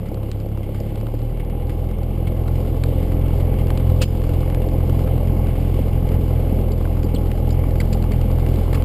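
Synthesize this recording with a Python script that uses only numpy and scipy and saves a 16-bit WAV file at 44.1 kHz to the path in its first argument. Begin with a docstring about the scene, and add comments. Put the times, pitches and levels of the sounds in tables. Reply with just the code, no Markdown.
"""In the cabin of a taxiing light aircraft, a four-cylinder piston engine speeds up and settles.
The firings boom as tones locked to the engine; exhaust and propeller wash shake the panels as pulsing noise.
Blows ring panels and airframe; loose trim rasps, ticks, squeaks and once scrapes, as short noises and tones.
A mono camera samples the sound at 12 kHz and holds each sample, which mirrors it into the treble."""
import sys
import numpy as np
from scipy import signal
from scipy.fft import rfft, irfft, next_fast_len
from scipy.io import wavfile
from scipy.ndimage import uniform_filter1d

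SR = 44100
rng = np.random.default_rng(int(sys.argv[2]) if len(sys.argv) > 2 else 0)


def materialize(psi):
    """Save the field psi as 16-bit PCM at rate SR to the path in sys.argv[1].

    A 1-D psi becomes a single channel; in a 2-D psi each row is a channel.
    """
    bounded = np.clip(np.atleast_2d(psi).T, -1, 1)
    quanta = np.round(bounded * 32767).astype(np.int16)
    wavfile.write(sys.argv[1], SR, quanta)


N = 389844  # length in samples


def undb(db):
    """Turn decibels into a plain gain."""
    return 10 ** (np.asarray(db) / 20)


def unit(x):
    """Scale a sound to an RMS level of 1."""
    return x / np.sqrt(np.mean(x ** 2))


def curves(table):
    """Read the columns of a time table at every sample, with straight lines between rows."""
    seconds, *columns = np.transpose(table)
    return [np.interp(np.arange(N) / SR, seconds, column) for column in columns]


def walk(rate):
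    """A slow random wander of RMS 1: random levels, each held 1 / rate seconds, smoothed twice."""
    hold = int(SR / rate)
    steps = np.repeat(rng.standard_normal(N // hold + 1), hold)
    smooth = uniform_filter1d(uniform_filter1d(steps, hold), hold)
    return unit(smooth[:N])


def band(x, hz, width):
    """Keep only the band of this width around hz."""
    edges = [hz - width / 2, hz + width / 2]
    return signal.sosfilt(signal.butter(2, edges, "bandpass", fs=SR, output="sos"), x)


def burst(start_s, peak_ms):
    """Place, time axis and rise-and-fade shape of a short event that peaks after peak_ms."""
    start = int(start_s * SR)
    t = np.arange(min(4000, N - start)) / SR
    x = 1000 * t / max(peak_ms, .3)
    return slice(start, start + len(t)), t, x * np.exp(1 - x)


# How hard each of the four cylinders puffs, in firing order: relative level in dB.
CYLINDER_LEVELS = (-8.5, -13, -2.5, -8)


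def puff_sizes(firings, scatter_db):
    """Gain of the current firing: its cylinder's level plus a scatter in dB, one value per firing."""
    count = firings.astype(int)
    return undb(np.array(CYLINDER_LEVELS)[count % 4] + scatter_db[count])


def puffs(firings, scatter_db, decay, steady):
    """An envelope that jumps up at each firing and fades (decay in firings), over a steady floor."""
    size = puff_sizes(firings, scatter_db * rng.standard_normal(N // 500))
    return steady + uniform_filter1d(size * np.exp(-(firings % 1) / decay), size=120)


def shaken(colour, gate, flicker_db, rate):
    """Pulsing coloured noise, split into half-octave bands that each flicker alone."""
    size = next_fast_len(N)
    octave = np.log2(np.arange(1, size // 2 + 2) * SR / size)
    hz, db = np.transpose(colour)
    gain = undb(np.interp(octave, np.log2(hz), db, -90, -90))
    spectrum = rfft(gate * rng.standard_normal(N), size) * gain
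    out = 0
    for centre in np.arange(np.log2(hz[0]), np.log2(hz[-1]) + .5, .5):
        share = np.clip(1 - 2 * np.abs(octave - centre), 0, 1)
        out = out + irfft(spectrum * share, size)[:N] * undb(flicker_db * walk(rate))
    return unit(out)


# Tone colour of the low panel roar. Each row: frequency in Hz, relative level in dB per Hz.
ROAR_COLOUR = [(15, -19), (30, -8), (60, -0.5), (110, 3.5), (200, 0), (290, -9), (420, -4), (520, -13.5),
               (680, -12.5), (830, -18), (970, -26.5), (1080, -20.5), (1400, -37.5), (1800, -35.5)]


def roar(firings, roar_db):
    """Exhaust and propeller wash shake the panels: low noise that pulses with the firings."""
    gate = puffs(firings, 3.0, 0.22, steady=0.98)
    return undb(roar_db + 0.64 * walk(2.384)) * shaken(ROAR_COLOUR, gate, flicker_db=1.0, rate=8.8)


# Tone colour of the higher buzz. Each row: frequency in Hz, relative level in dB per Hz.
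BUZZ_COLOUR = [(900, -7.5), (1300, -4), (1800, -8.5), (2170, 2.5), (2500, -6), (2900, -1), (3300, -5.5),
               (3800, -11.5), (4700, -11), (5200, -11.5), (5500, -21), (6300, -20)]


def buzz(firings, buzz_db):
    """A higher noise that pulses with the firings and fades more slowly after each than the roar."""
    gate = puffs(firings, 6.2, 0.46, steady=1.0)
    return undb(buzz_db + 0.48 * walk(18)) * shaken(BUZZ_COLOUR, gate, flicker_db=1.6, rate=12)


def rasp(firings):
    """A loose part chatters with the firings, mostly at one cylinder's, now and then much harder."""
    scatter_db = 2.8 * np.minimum(rng.exponential(size=N // 500), 4)
    envelope = puff_sizes(firings, scatter_db) * np.exp(-(firings % 1) / 0.15)
    chatter = uniform_filter1d(envelope, size=60) * rng.standard_normal(N)
    return unit(band(chatter, 1040, 460))


# Thumps through the airframe. Each row: start in seconds, level in dB.
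THUMP_TIMES = [(5.799, -15), (6.523, -9.5), (6.716, -16.5), (6.999, -20), (7.045, -11), (7.14, -9),
               (7.475, -16), (7.668, -21), (8.303, -19)]
# Low airframe rings. Each row: frequency in Hz, starting level in dB against the thump,
# time to fade by 60 dB in seconds.
AIRFRAME_RINGS = [(193, -5, 0.1), (276, -1.5, 0.042), (435, -10.5, 0.07)]


def thumps():
    """A soft push sets off the low airframe modes, which ring and die away."""
    out = np.zeros(N)
    starts = rng.random((len(THUMP_TIMES), len(AIRFRAME_RINGS)))
    for (s, db), turns in zip(THUMP_TIMES, starts):
        part, t, _ = burst(s, 1)
        soft_start = 1 - np.exp(-t / 0.0011)
        for (hz, ring_db, t60), turn in zip(AIRFRAME_RINGS, turns):
            fade = undb(db + ring_db - 60 * t / t60)
            out[part] += fade * soft_start * np.sin(2 * np.pi * (hz * t + turn))
    return out


# Dry ticks of loose trim. 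Each row: start in seconds, level of the high ring in dB,
# extra dB for each ring further down, time to the peak in ms.
TRIM_TICKS = [(0.143, -50, -1, 1.2), (0.2313, -49, 2, 1.2), (0.7452, -51, 3, 1), (0.8016, -41, -5, 1.1),
              (0.956, -47, 3, 1.3), (1.0104, -45.5, 3, 1.1), (1.0675, -47.5, 3.5, 1.3),
              (1.1486, -51, 2, 1.2), (2.4788, -45, 2.5, 1.5), (3.6694, -47, 4.5, 1.3),
              (3.7736, -37.5, 0.5, 1.6), (3.899, -45, 3, 1.9), (4.2175, -46, 4, 1), (4.2383, -46.5, 5, 1.1),
              (4.2915, -48.5, 6, 1.5), (4.4054, -48.5, 4, 1.3), (4.896, -43, 4, 1.1),
              (5.0732, -59.5, 12, 2.3), (5.469, -51, 8, 1.2), (6.089, -42, 1.5, 0.95),
              (6.7176, -43, -4, 1.4), (6.81, -58, 10.5, 1.9), (6.8523, -56.5, 11.5, 1.6),
              (7.0305, -38, -2, 1.7), (7.1454, -43, 1.5, 2.7), (7.3148, -40.5, 2, 1.3),
              (7.4904, -46, -5, 1.3), (7.505, -41, -1, 1.5), (7.7557, -44, 2, 1.5), (7.8017, -39.5, 0.5, 3),
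              (7.8098, -44.5, 3.5, 2.9), (7.928, -33.5, -6, 2.7), (7.945, -46, 1, 2), (8.0244, -40, 0, 1.1),
              (8.1178, -40, 2.5, 1.5), (8.2137, -37.5, -1, 1), (8.3138, -45, 1, 1.4),
              (8.384, -49, 6.5, 1.4), (8.4632, -46, 4, 1.2), (8.4871, -47, 1, 1.3), (8.5584, -43, 1, 1.2),
              (8.5999, -54, -2, 1.1), (8.7286, -42, 4, 3), (8.742, -41, 3, 6.3), (8.822, -42.5, 4, 1.1)]
# The high, middle and low ring of the trim. Each row: frequency in Hz, width in Hz.
TRIM_RINGS = [(4500, 1380), (2550, 1200), (1200, 730)]
# Faint ticks: lowest level in dB, upward scatter in dB, share of firings, time to the peak in ms.
FAINT_DB, FAINT_SCATTER_DB, FAINT_SHARE, FAINT_MS = -55.5, 3.5, .3, 0.83


def ticks(firings):
    """Loose trim ticks: short noise bursts through three rings; faint ones fall on chance firings."""
    out = np.zeros(N)
    high, mid, low = (unit(band(rng.standard_normal(N), hz, width)) for hz, width in TRIM_RINGS)
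    firing_s = np.flatnonzero(np.diff(firings.astype(int)))[:-1] / SR
    pick, size, tilt = rng.random((len(firing_s), 3)).T
    faint_db = FAINT_DB - FAINT_SCATTER_DB * np.log(size)
    faint = np.c_[firing_s, faint_db, 6 * tilt - 1.5, np.full(len(firing_s), FAINT_MS)]
    for s, db, tilt_db, ms in [*TRIM_TICKS, *faint[pick < FAINT_SHARE]]:
        part, _, shape = burst(s, ms)
        rings = high[part] + undb(tilt_db) * mid[part] + undb(2 * tilt_db) * low[part]
        out[part] += undb(db) * shape * rings
    return out


# Short squeaks of the trim. Each row: start in seconds, level in dB, first and last frequency in Hz.
TRIM_SQUEAKS = [(6.72, -46, 4830, 4630), (7.041, -44, 4700, 4700), (7.147, -39, 4550, 4020),
                (7.16, -35.5, 3340, 3040), (7.505, -38, 4500, 5000), (7.524, -44.5, 5000, 5050),
                (7.801, -37, 4720, 4670), (7.801, -29, 2100, 2210), (7.928, -30.5, 4680, 4600),
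                (8.119, -42.5, 4740, 4500), (8.119, -35, 2200, 2200)]
SQUEAK_MS = 3.3  # time to the peak


def squeaks():
    """The trim squeaks: rough little tones that slide in pitch for three times their rise."""
    out, rough = np.zeros(N), walk(900)
    for s, db, first_hz, last_hz in TRIM_SQUEAKS:
        part, t, shape = burst(s, SQUEAK_MS)
        hz = np.interp(t, [0, 3 * SQUEAK_MS / 1000], [first_hz, last_hz])
        tone = np.sin(2 * np.pi * np.cumsum(hz) / SR)
        out[part] += undb(db) * shape * (1 + 0.98 * rough[part]) * tone
    return out


# Moments of one loud short rasp, in seconds: start, broadens, loudest, broad part weaker,
# nearly gone, end.
SCRAPE_TIMES = (4.003, 4.015, 4.018, 4.036, 4.044, 4.066)
# The ring left behind: frequency in Hz, starting level in dB, time to fade by 60 dB in seconds.
SCRAPE_AFTER_RING = (4980, -44.5, .4)
SCRAPE_DB = -21.5  # before the envelopes


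def scrape():
    """A rasp of rough noise that starts narrow, turns broad and leaves a faint ring behind."""
    t = np.arange(N) / SR
    grit = rng.standard_normal(N) * undb(0.95 * walk(400))
    narrow_level = np.interp(t, SCRAPE_TIMES, [0.02, 0.5, 0.73, 0.6, 0.2, 0.02])
    narrow = narrow_level * unit(band(grit, 2870, 750))
    broad_level = np.interp(t, SCRAPE_TIMES[1:], [0.0024, 0.85, 0.26, 0.098, 0.0049])
    broad = broad_level * (unit(band(grit, 3840, 2400)) + 0.64 * unit(band(grit, 1060, 1640)))
    after = np.clip(t - SCRAPE_TIMES[3], 0, None)
    hz, ring_db, t60 = SCRAPE_AFTER_RING
    ring = undb(ring_db - 60 * after / t60 + 1.7 * walk(90)) * np.sin(2 * np.pi * hz * after)
    return undb(SCRAPE_DB) * (broad + .5 * narrow) + ring


# Panel modes. Each row: frequency in Hz, relative level in dB, time to fade by 60 dB in seconds.
PANEL_MODES = [(289.7, 0, 0.13), (333.5, -0.5, 0.12), (515, 3, 0.029), (633, -10, 0.013),
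               (815, -10.5, 0.046), (1042, -21.5, 0.039)]


def knocks(firings, scatter_db, loud_db):
    """Two uneven blows a firing, each a little late by chance, ring the panel modes."""
    beats = np.flatnonzero(np.diff((2 * firings).astype(int)))
    count = len(beats)
    late = rng.random(count) * 0.003886 * SR
    places = np.minimum(beats + late.astype(int), N - 1)
    # one of the eight blows in an engine cycle lands harder, by up to loud_db
    harder_db = loud_db[beats] * rng.random(count) * (np.arange(count) % 8 == 7)
    shared_db = scatter_db * rng.standard_normal(count) + harder_db
    out = 0
    for hz, db, t60 in PANEL_MODES:
        blows = np.zeros(N)
        blows[places] = undb(shared_db) * rng.uniform(0.21, 1, count) * rng.choice([-1, 1], count)
        # a turning, shrinking number rings at hz and dies away
        pole = np.exp(2j * np.pi * hz / SR - np.log(1000) / (t60 * SR))
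        ring = signal.lfilter([1], [1, -pole], band(blows, hz, hz / 2)).imag
        out = out + undb(db) * unit(ring)
    return unit(out)


# The panel that one cylinder knocks: frequency in Hz, width in Hz.
KNOCKED_PANEL = (811, 82)
# Where the knocks are loudest: firing rate in Hz, spread in Hz, step in dB
# (half a step applies at that rate, one and a half steps far from it).
LOUDEST_SPEED = (40.07, 0.9, -8)
CHUG_ECHO_DB, CHUG_AT_S = -3.5, 1.53  # weaker knock half an engine cycle on; time of one knock


def chug(firings, hz):
    """One cylinder knocks a panel each engine cycle, hardest as the engine climbs through one speed."""
    half_cycle = ((firings - firings[int(CHUG_AT_S * SR)]) / 2) // 1
    at = np.flatnonzero(np.diff(half_cycle)) + 1
    blows = np.zeros(N)
    blows[at] = undb(CHUG_ECHO_DB * (half_cycle[at] % 2) + 2.1 * rng.standard_normal(len(at)))
    best_hz, spread_hz, step_db = LOUDEST_SPEED
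    near = np.exp(-((hz - best_hz) / spread_hz) ** 2)
    return undb(step_db * (1.5 - near)) * unit(band(blows, *KNOCKED_PANEL))


# How the cabin passes the three lowest multiples of the firing rate as they climb.
# Each row: frequency in Hz, level in dB at settled power.
CABIN_BOOM = [(34, -22.5), (36, -21.5), (39, -17), (42.5, -20.5), (69, -24.5), (75, -26.5), (80, -23),
              (84, -19.5), (85.5, -20), (104, -21.5), (111, -17.5), (120, -25), (125.5, -25), (128, -24.5)]
# Weaker lines. Each row: multiple of the firing rate, level against the panel roar in dB
# while slow, the same when settled, both before the cabin air lifts the line.
WEAK_LINES = [(.5, -27, -7.5), (.75, -20, -9), (1.25, -14, -7.5), (2.5, -20, -12.5), (4, -5.5, -12),
              (5, -7.5, -15), (6, -12, -14.5), (6.75, -42, -15), (8, -36, -23.5), (10, -14, -25),
              (12, -20, -16), (15, -13.5, -23), (20, -25.5, -33)]
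# An air mode that lifts whichever line passes it: frequency in Hz, width in Hz, lift in dB.
CABIN_AIR = (205, 13.2, 8.7)


def boom(firings, hz, power_db, roar_db):
    """Firing beats boom in the cabin: wavering tones at multiples of the firing rate."""
    out, uneven_db = 0, 1.3 * walk(16)
    # the three strong lines add up to a rise and a steep pressure drop at each firing
    for k in range(1, 4):
        db = power_db + np.interp(k * hz, *np.transpose(CABIN_BOOM))
        db = db + 0.12 * walk(22) + (k > 1) * uneven_db
        phase = 2 * np.pi * k * (firings - .32) - .6 + 0.078 * k * walk(11)
        out = out - np.sqrt(2) * undb(db) * np.cos(phase)
    settled = np.clip((hz - hz.min()) / (hz.max() - hz.min()), 0, 1)  # 0 slowest, 1 fastest
    mode_hz, width_hz, lift_db = CABIN_AIR
    for k, slow_db, settled_db in WEAK_LINES:
        lift = lift_db / (1 + (2 * (k * hz - mode_hz) / width_hz) ** 2)
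        db = roar_db + slow_db + (settled_db - slow_db) * settled + lift + 2.5 * walk(5)
        phase = 2 * np.pi * (k * firings + rng.random()) + 0.18 * walk(6.6)
        out = out + np.sqrt(2) * undb(db) * np.cos(phase)
    return out


# Brief dips of the whole level. Each row: start in seconds, depth in dB before smoothing,
# recovery time in seconds.
LEVEL_DIPS = [(4.045, -6.5, 0.06), (5.9, -3, 0.015), (6.742, -4, 0.03), (7.005, -3.5, 0.038)]


def dips():
    """A gain that drops briefly at a few moments and eases back."""
    t = np.arange(N) / SR
    dip_db = sum(db * (t > s) * np.exp(-np.clip(t - s, 0, None) / back) for s, db, back in LEVEL_DIPS)
    return undb(uniform_filter1d(dip_db, size=200))


# Engine speed over time. Each row: time in seconds, firing rate in Hz.
ENGINE_SPEED = [(0, 35), (.75, 34.65), (.95, 35.7), (1.5, 40.4), (1.75, 41.3), (2.4, 42.3), (3.1, 42.72),
                (6, 42.68), (6.8, 41.97), (7.4, 41.85), (7.8, 42.22), (8.84, 42.25)]
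# Engine level over time. Each row: time in seconds, level of the whole engine against its
# settled level in dB, extra level of the buzz in dB.
ENGINE_POWER = [(0, -8.5, 1.5), (.9, -6, 1.5), (1.4, -6, 0.5), (2.1, -4, -1), (2.6, -2, 0.5), (3.3, 0, 0),
                (4.2, -0.5, 0), (5.8, 0, 0), (7.3, -1, 0), (8, 0.5, 0.5), (8.84, 0, 1.5)]
ROAR_DB, BUZZ_DB, SHAKE_DB = -26, -47.5, -32.5  # levels at settled power
SHAKE_FOLLOWS = 0.54  # dB of panel blows per dB of engine level
LOUD_BLOW_DB, LUMPY_IDLE = 7, 0.61  # hardest extra blow; dB more per dB of lower engine level
CHUG_DB = -8.5  # against the panel roar, before the effect of speed


def scene():
    """Let one engine drive the cabin sounds, add the other trim and airframe noises, then the dips."""
    (hz,), (power_db, extra_db) = curves(ENGINE_SPEED), curves(ENGINE_POWER)
    roar_db, buzz_db = ROAR_DB + power_db, BUZZ_DB + power_db + extra_db
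    firings = np.cumsum(hz) / SR  # running count; four firings make one engine cycle
    cabin = roar(firings, roar_db) + buzz(firings, buzz_db)
    cabin = cabin + undb(buzz_db - 4.5) * rasp(firings)
    cabin = cabin + thumps() + ticks(firings) + squeaks() + scrape()
    blows = knocks(firings, 1.56, LOUD_BLOW_DB - LUMPY_IDLE * power_db)
    cabin = cabin + undb(SHAKE_DB + SHAKE_FOLLOWS * power_db) * blows
    cabin = cabin + undb(roar_db + CHUG_DB) * chug(firings, hz)
    cabin = (cabin + boom(firings, hz, power_db, roar_db)) * dips()
    return np.array([cabin, cabin])


# How far the channels differ. Each row: frequency in Hz, left minus right against their sum in dB.
CHANNEL_DIFFERENCE = [(30, -46), (125, -54), (600, -48.5), (1000, -24), (2000, -20.5), (4000, -22),
                      (8000, -17.5), (12000, -41)]
HOLD_HZ, FINE_HZ, TOP_HZ = 12000, 48000, 15500  # slow sampling rate, rate of the steps, top cut


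def record(dry):
    """Band-limit, sample slowly, hold each sample as a step, set the channels apart, cut the top."""
    mono = signal.sosfilt(signal.butter(4, 5600, fs=SR, output="sos"), dry[0])
    repeats = FINE_HZ // HOLD_HZ
    slow = signal.resample_poly(mono, FINE_HZ, SR, padtype="line")[::repeats]
    held = signal.resample_poly(np.repeat(slow, repeats), SR, FINE_HZ, padtype="line")[:N]
    hz, db = np.transpose(CHANNEL_DIFFERENCE)
    size = next_fast_len(N)
    bins_hz = np.arange(1, size // 2 + 2) * SR / size
    gain = undb(np.interp(np.log(bins_hz), np.log(hz), db))
    # a late copy is unrelated enough to keep left and right equally loud
    late = np.pad(held, (1500, 0), "reflect")[:N]
    side = irfft(gain * rfft(late, size), size)[:N]
    top_cut = signal.ellip(10, .2, 70, TOP_HZ, fs=SR, output="sos")
    return signal.sosfilt(top_cut, np.array([held + side, held - side]))


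dry = scene()
out = record(dry)
materialize(out)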